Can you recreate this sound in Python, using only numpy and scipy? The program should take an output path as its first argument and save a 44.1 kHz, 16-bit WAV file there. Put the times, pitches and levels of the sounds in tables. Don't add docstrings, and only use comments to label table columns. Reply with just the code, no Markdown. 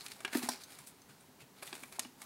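import sys
import numpy as np
from scipy import signal
from scipy.fft import rfft, irfft, next_fast_len
from scipy.io import wavfile
from scipy.ndimage import uniform_filter1d

SR = 44100
rng = np.random.default_rng(int(sys.argv[2]) if len(sys.argv) > 2 else 0)


def pcm_store(signal):
    levels = np.round(np.clip(np.atleast_2d(signal), -1, 1) * 32767)
    wavfile.write(sys.argv[1], SR, levels.astype(np.int16).T)


N = 99225
T = np.arange(N) / SR

# (f/Hz, level/dB)
AIR_COLOUR = [(25, -23), (140, -3), (240, -3), (274, 1.5), (322, -8.5), (378, -5), (598, -12.5),
              (826, -8.5), (1410, -16), (1800, -16), (2560, -19), (3900, -19.5), (15500, -24)]
# (peak t/s, rise/s, fall/s, relative level/dB, tilt/dB per octave,
# stalk resonance f/Hz, its boost/dB)
STROKES = [(.006, 0.016, 0.027, -50.5, -1.5, 4460, 10.5), (.06, 0.019, 0.017, -52, 0, 4270, -8),
           (0.117, 0.02, 0.033, -53.5, 0, 4130, 4.5), (.22, 0.073, 0.38, -60, -2.5, 2300, -1),
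           (0.338, 0.013, 0.012, -41.5, -1.2, 1680, 11.5), (0.358, 0.015, 0.028, -43, -2.5, 13500, 10),
           (.378, .014, 0.017, -43.5, 2, 12000, -2), (0.435, 0.012, 0.026, -45.5, -0.5, 2160, 3),
           (.472, 0.029, 0.012, -53.5, 0, 7500, 0), (0.504, 0.018, 0.0094, -48, 5, 4900, 16),
           (0.522, 0.015, 0.032, -45, -1.5, 5280, 11.5), (.62, 0.016, 0.0074, -54.5, 0, 4120, 7),
           (0.64, 0.0067, 0.0075, -55.5, 7, 4430, 8), (.735, 0.056, 0.035, -55, -0.2, 3740, 0.5),
           (.80, 0.018, 0.064, -61, 1, 1000, 11), (0.875, 0.0075, 0.015, -50, 3.5, 8400, 7.5),
           (1.101, 0.0099, 0.03, -59, -2, 1390, 5), (1.21, 0.011, 0.027, -65.5, -1, 9000, 10),
           (1.418, 0.02, 0.016, -55.5, -1.5, 2780, 7), (1.59, 0.032, 0.056, -63.5, -2, 3550, 6),
           (1.632, 0.0076, 0.011, -46.5, -2.2, 11100, 8), (1.676, 0.022, 0.013, -51.5, 0.5, 3600, -2),
           (1.693, 0.0064, 0.02, -56.5, -2, 3600, 1), (1.758, 0.036, 0.085, -54, -1, 4700, -1),
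           (1.825, .02, 0.1, -63.5, 6.5, 2300, -4), (1.93, 0.0081, 0.012, -54.5, -1, 2240, 7),
           (1.969, 0.028, 0.006, -57, -2.5, 9600, 4), (2.024, 0.0055, 0.037, -53, -1, 5140, 10),
           (2.24, 0.045, 0.066, -55, 1, 990, 10.5)]
# (f/Hz, level/dB)
LITTER_COLOUR = [(260, -25), (450, 6.5), (650, -3.5), (1080, -5.5), (1290, 0.5), (1780, -4), (1980, -4.5),
                 (2260, 0.5), (3090, -6), (4340, -0.5), (5750, -5.5), (9230, 0), (15500, -7.5)]
# (t/s, relative level/dB, four columns of share/dB for the SNAP_BANDS,
# stem f/Hz, share of its ring/dB)
SNAPS = [(0.0074, -38.5, -27, -8.5, -14.5, -15, 4300, -6),
         (0.0628, -30.5, -23.5, -9, -10.5, -14, 4460, -22), (0.0822, -36.5, -21, -10, -16, -12, 4170, -13),
         (0.1171, -32.5, -24, -9.5, -10, -16.5, 4600, -21),
         (0.2044, -34, -12, -13, -17.5, -15.5, 2290, -21),
         (0.2483, -23.5, -12.5, -6.5, -14.5, -19.5, 2877, -11.5),
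         (0.2773, -35.5, -8.5, -10, -11.5, -18, 2210, -10.5), (0.3308, -36, -22, -4, -26, -9, 1890, -14),
         (0.3496, -30.5, -5, -12.5, -9.5, -19, 1780, -9),
         (0.4284, -30, -13.5, -29, -13.5, -13, 1745, -14.5),
         (0.4886, -23, -13, -58, -11.5, -6.5, 5600, -10), (0.6355, -41.5, -34, -22, -6.5, -12, 6300, -5),
         (0.7871, -40.5, -14, -33, -15.5, -6.5, 2250, -20), (1.0176, -52, -13, -19, -9.5, -9.5, 6260, -4),
         (1.6242, -36.5, -19, -10.5, -30, -19, 1130, -10), (1.6741, -39, -18, -3, -15, -9, 3560, -8.5),
         (1.7277, -29.5, -14, -16, -15, -34, 2570, -17), (1.7514, -38.5, -40, -7, -10.5, -8.5, 3000, -24),
         (1.8342, -31.5, -14, -11.5, -26, -16.5, 2330, -17), (1.924, -36, -15, -27, -21, -12.5, 2270, -13),
         (1.9934, -18.5, -24, -13.5, -14, -10, 6770, -20), (2.0487, -39, -10.5, -23, -22, -30, 2890, -12.5),
         (2.2174, -37.5, -10.5, -12.5, -11.5, -6, 2203, -11.5)]
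# (low f/Hz, high f/Hz, decay/s, relative level/dB)
SNAP_BANDS = [(535, 1650, 0.0077, -2.5), (1550, 3870, 0.005, -3.5), (3530, 5670, 0.0048, 1),
              (6440, 29000, 0.0034, 1)]
# (f/Hz, level/dB)
SNAP_COLOUR = [(300, 14), (520, 3.5), (800, -2.5), (1300, 1.5), (1700, 3.5), (2500, 7.5), (3200, 3.5),
               (4300, 9), (5600, 2), (6500, 3), (8500, 6.5), (11000, 5.5), (15000, -11)]
# (t/s, relative level/dB, contact/s)
FLOOR_THUMPS = [(.249, -42.5, 0.0002), (.329, -42, 0.0016), (.3523, -21.5, 0.002), (.3560, -24, 0.0013),
                (.4332, -30.5, 0.0024), (.4413, -35.5, 0.0033), (.491, -33.5, 0.00084),
                (1.730, -42, 0.00049), (1.827, -46, 0.0014), (1.990, -42.5, 0.0032), (2.054, -40, 0.0016)]
WALL_KNOCKS = [(.352, -41, 0.00035), (.423, -41, 0.00028), (.460, -39, 0.00056), (.4882, -24.5, 0.00015),
               (1.9876, -34.5, 0.00031)]
RIM_TAPS = [(.2487, -25.5, .00009), (.2518, -29.5, 0.000061), (1.6248, -36, 0.00035),
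            (1.7285, -32, 0.000071), (1.8348, -42, 0.00043), (2.0492, -41, 0.00021)]
# (f/Hz, relative level/dB, t60 at the hardest blow/s)
FLOOR_MODES = [(250.7, -3.5, 0.2), (278, -4.5, 0.075), (317, -6.5, 0.055), (378, -4.5, 0.045),
               (593, -22, 0.047)]
WALL_MODES = [(739, -11, 0.047), (846, 3.5, 0.025), (1010, -9, 0.05)]
RIM_MODES = [(395, -10.5, .075), (778, -8, 0.043), (1105, -8, 0.094), (1648, 0, 0.042), (2366, 0, 0.048),
             (2730, 3, 0.021), (3330, -1.5, 0.025), (4660, -1, .02), (8500, 2, 0.024)]
# (f/Hz, level/dB)
TRAY_COLOUR = [(245, -1.5), (370, 4), (480, -12.5), (640, 1), (1000, 2), (1300, -2), (1650, 0.5),
               (11000, -2), (13500, -3.5)]
# (t/s, level/dB)
PATS = [(0.792, -60.5), (1.09, -58), (1.424, -57)]


def undb(db):
    return 10 ** (np.asarray(db) / 20)


def unit(x):
    return x / np.sqrt(np.mean(x ** 2) + 1e-30)


def colour(x, points):
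    hz, db = np.array(points, float).T
    f = np.maximum(np.fft.rfftfreq(len(x), 1 / SR), 1)
    return irfft(rfft(x) * undb(np.interp(np.log(f), np.log(hz), db)), len(x))


def cut(x, hz, kind, order=2):
    return signal.sosfilt(signal.butter(order, np.minimum(hz, SR / 2 - 1), kind, fs=SR, output="sos"), x)


def add(out, at, x):
    i = max(int(at * SR), 0)
    out[i:i + len(x)] += x[:max(N - i, 0)]


def even_noise(count):
    return unit(irfft(np.exp(2j * np.pi * rng.random(count // 2 + 1)), count))


def air(level_db=-61.5):
    return undb(level_db) * unit(colour(rng.standard_normal(N), AIR_COLOUR))


def rustle(grains_per_s=2400, spread_db=4, grain_ring_s=0.0021, soil_share=0.58, trim_db=2):
    low_hz, pivot_hz, stalk_width_octaves = 294, 4500, 0.29
    sizes = undb(spread_db * np.minimum(rng.exponential(size=N), 3.5))
    clicks = (rng.random(N) < grains_per_s / SR) * sizes * rng.choice([-1, 1], N)
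    click_energy = signal.fftconvolve(clicks ** 2, np.exp(-2 * T[:N // 256] / grain_ring_s))[:N]
    grains = unit(np.sqrt(np.abs(click_energy)) * rng.standard_normal(N))
    soil = soil_share * rng.standard_normal(N)
    litter = cut(colour(grains + soil, LITTER_COLOUR), low_hz, "highpass")
    size = next_fast_len(N)
    spectrum = rfft(litter, size)
    octaves = np.log2(np.maximum(np.fft.rfftfreq(size, 1 / SR), low_hz) / pivot_hz)
    out = np.zeros(N)
    for at, rise, fall, db, tilt, stalk_hz, stalk_db in STROKES:
        detune = (octaves - np.log2(stalk_hz / pivot_hz)) / stalk_width_octaves
        eq_db = tilt * octaves + stalk_db / (1 + detune ** 2)
        texture = unit(irfft(spectrum * undb(eq_db), size)[:N])
        swell = np.exp(-np.where(T < at, ((T - at) / rise) ** 2, (T - at) / fall))
        out += undb(db + trim_db) * swell * texture
    return out


def snaps(rise_s=0.00081, hold_s=0.0011, grit_depth=0.038, burst_trim_db=1):
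    stem_decay_s, pair_split = 0.0059, 0.018
    overtone_ratio, overtone_db = 1.5, -13
    out, t = np.zeros(N), T[:N // 32]
    attack = np.minimum(t / rise_s, 1) ** 2
    for at, db, *shares, stem_hz, stem_db in SNAPS:
        grit = np.exp(grit_depth * unit(uniform_filter1d(rng.standard_normal(len(t)), size=20)))
        crackle = np.concatenate([even_noise(count=128) for _ in t[::128]])[:len(t)]
        burst = colour(crackle * grit, SNAP_COLOUR)
        for (low, high, decay, band_db), share in zip(SNAP_BANDS, shares):
            env = attack * np.exp(-np.maximum(t - hold_s, 0) / decay)
            band = unit(cut(burst, [low, high], "bandpass", order=3) * env) * np.sqrt(np.mean(env ** 2))
            add(out, at, band * undb(db + share + band_db + burst_trim_db))
        ring = np.zeros(len(t))
        for ratio, mode_db in ((1, 0), (overtone_ratio, overtone_db)):
            for side in (-1, 1):
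                hz = stem_hz * ratio * (1 + side * pair_split / 2)
                ring += undb(mode_db) * np.sin(2 * np.pi * (hz * t + rng.random()))
        add(out, at, undb(db + stem_db) * attack * np.exp(-t / stem_decay_s) * ring)
    return out


def yard_echo(x, t60_s=0.29, level_db=-17, predelay_s=0.0078, band_hz=(520, 6260)):
    t = T[:N // 5]
    tail = cut(even_noise(len(t) + 2)[:len(t)], band_hz, "bandpass", order=1)
    tail *= (t > predelay_s) * np.exp(-np.log(1000) * t / t60_s)
    return undb(level_db) * signal.fftconvolve(x, tail / np.linalg.norm(tail))[:N]


def tray_hits(blows, modes, spot_spread_db=2.8):
    soil_damping = 0.1
    out, t = np.zeros(N), T[:N // 6]
    hardest_db = max(db for _, db, _ in blows)
    for at, db, contact in blows:
        spot_gains = undb(spot_spread_db * rng.standard_normal(len(modes)))
        sustain = undb(soil_damping * (db - hardest_db))
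        ring = np.zeros(len(t))
        for gain, (hz, mode_db, t60) in zip(spot_gains, modes):
            decay = np.exp(-np.log(1000) * t / (t60 * sustain))
            ring += gain * undb(mode_db) * decay * np.sin(2 * np.pi * hz * t)
        push = np.sin(np.pi * np.minimum(t / contact, 1))
        hit = signal.fftconvolve(ring, push)[:len(t)]
        add(out, at, undb(db) * hit / np.abs(hit).max())
    return out


def pats(pitch_hz=138.5, rise_s=0.01):
    out, t = np.zeros(N), T[:N // 16]
    thud = t / rise_s * np.exp(1 - t / rise_s) * np.sin(2 * np.pi * pitch_hz * t)
    for at, db in PATS:
        add(out, at, undb(db) * thud)
    return out


def scene(mic_rolloff_hz=185):
    contacts = snaps() + rustle()
    contacts += tray_hits(FLOOR_THUMPS, FLOOR_MODES)
    contacts += tray_hits(WALL_KNOCKS, WALL_MODES)
    contacts += tray_hits(RIM_TAPS, RIM_MODES)
    digging = cut(colour(contacts, TRAY_COLOUR), mic_rolloff_hz, "highpass", order=3)
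    return (digging + pats() + yard_echo(digging) + air())[None]


def record(dry, top_hz=15750):
    return signal.sosfilt(signal.ellip(10, .2, 70, top_hz, fs=SR, output="sos"), dry)


dry = scene()
out = record(dry)
pcm_store(out)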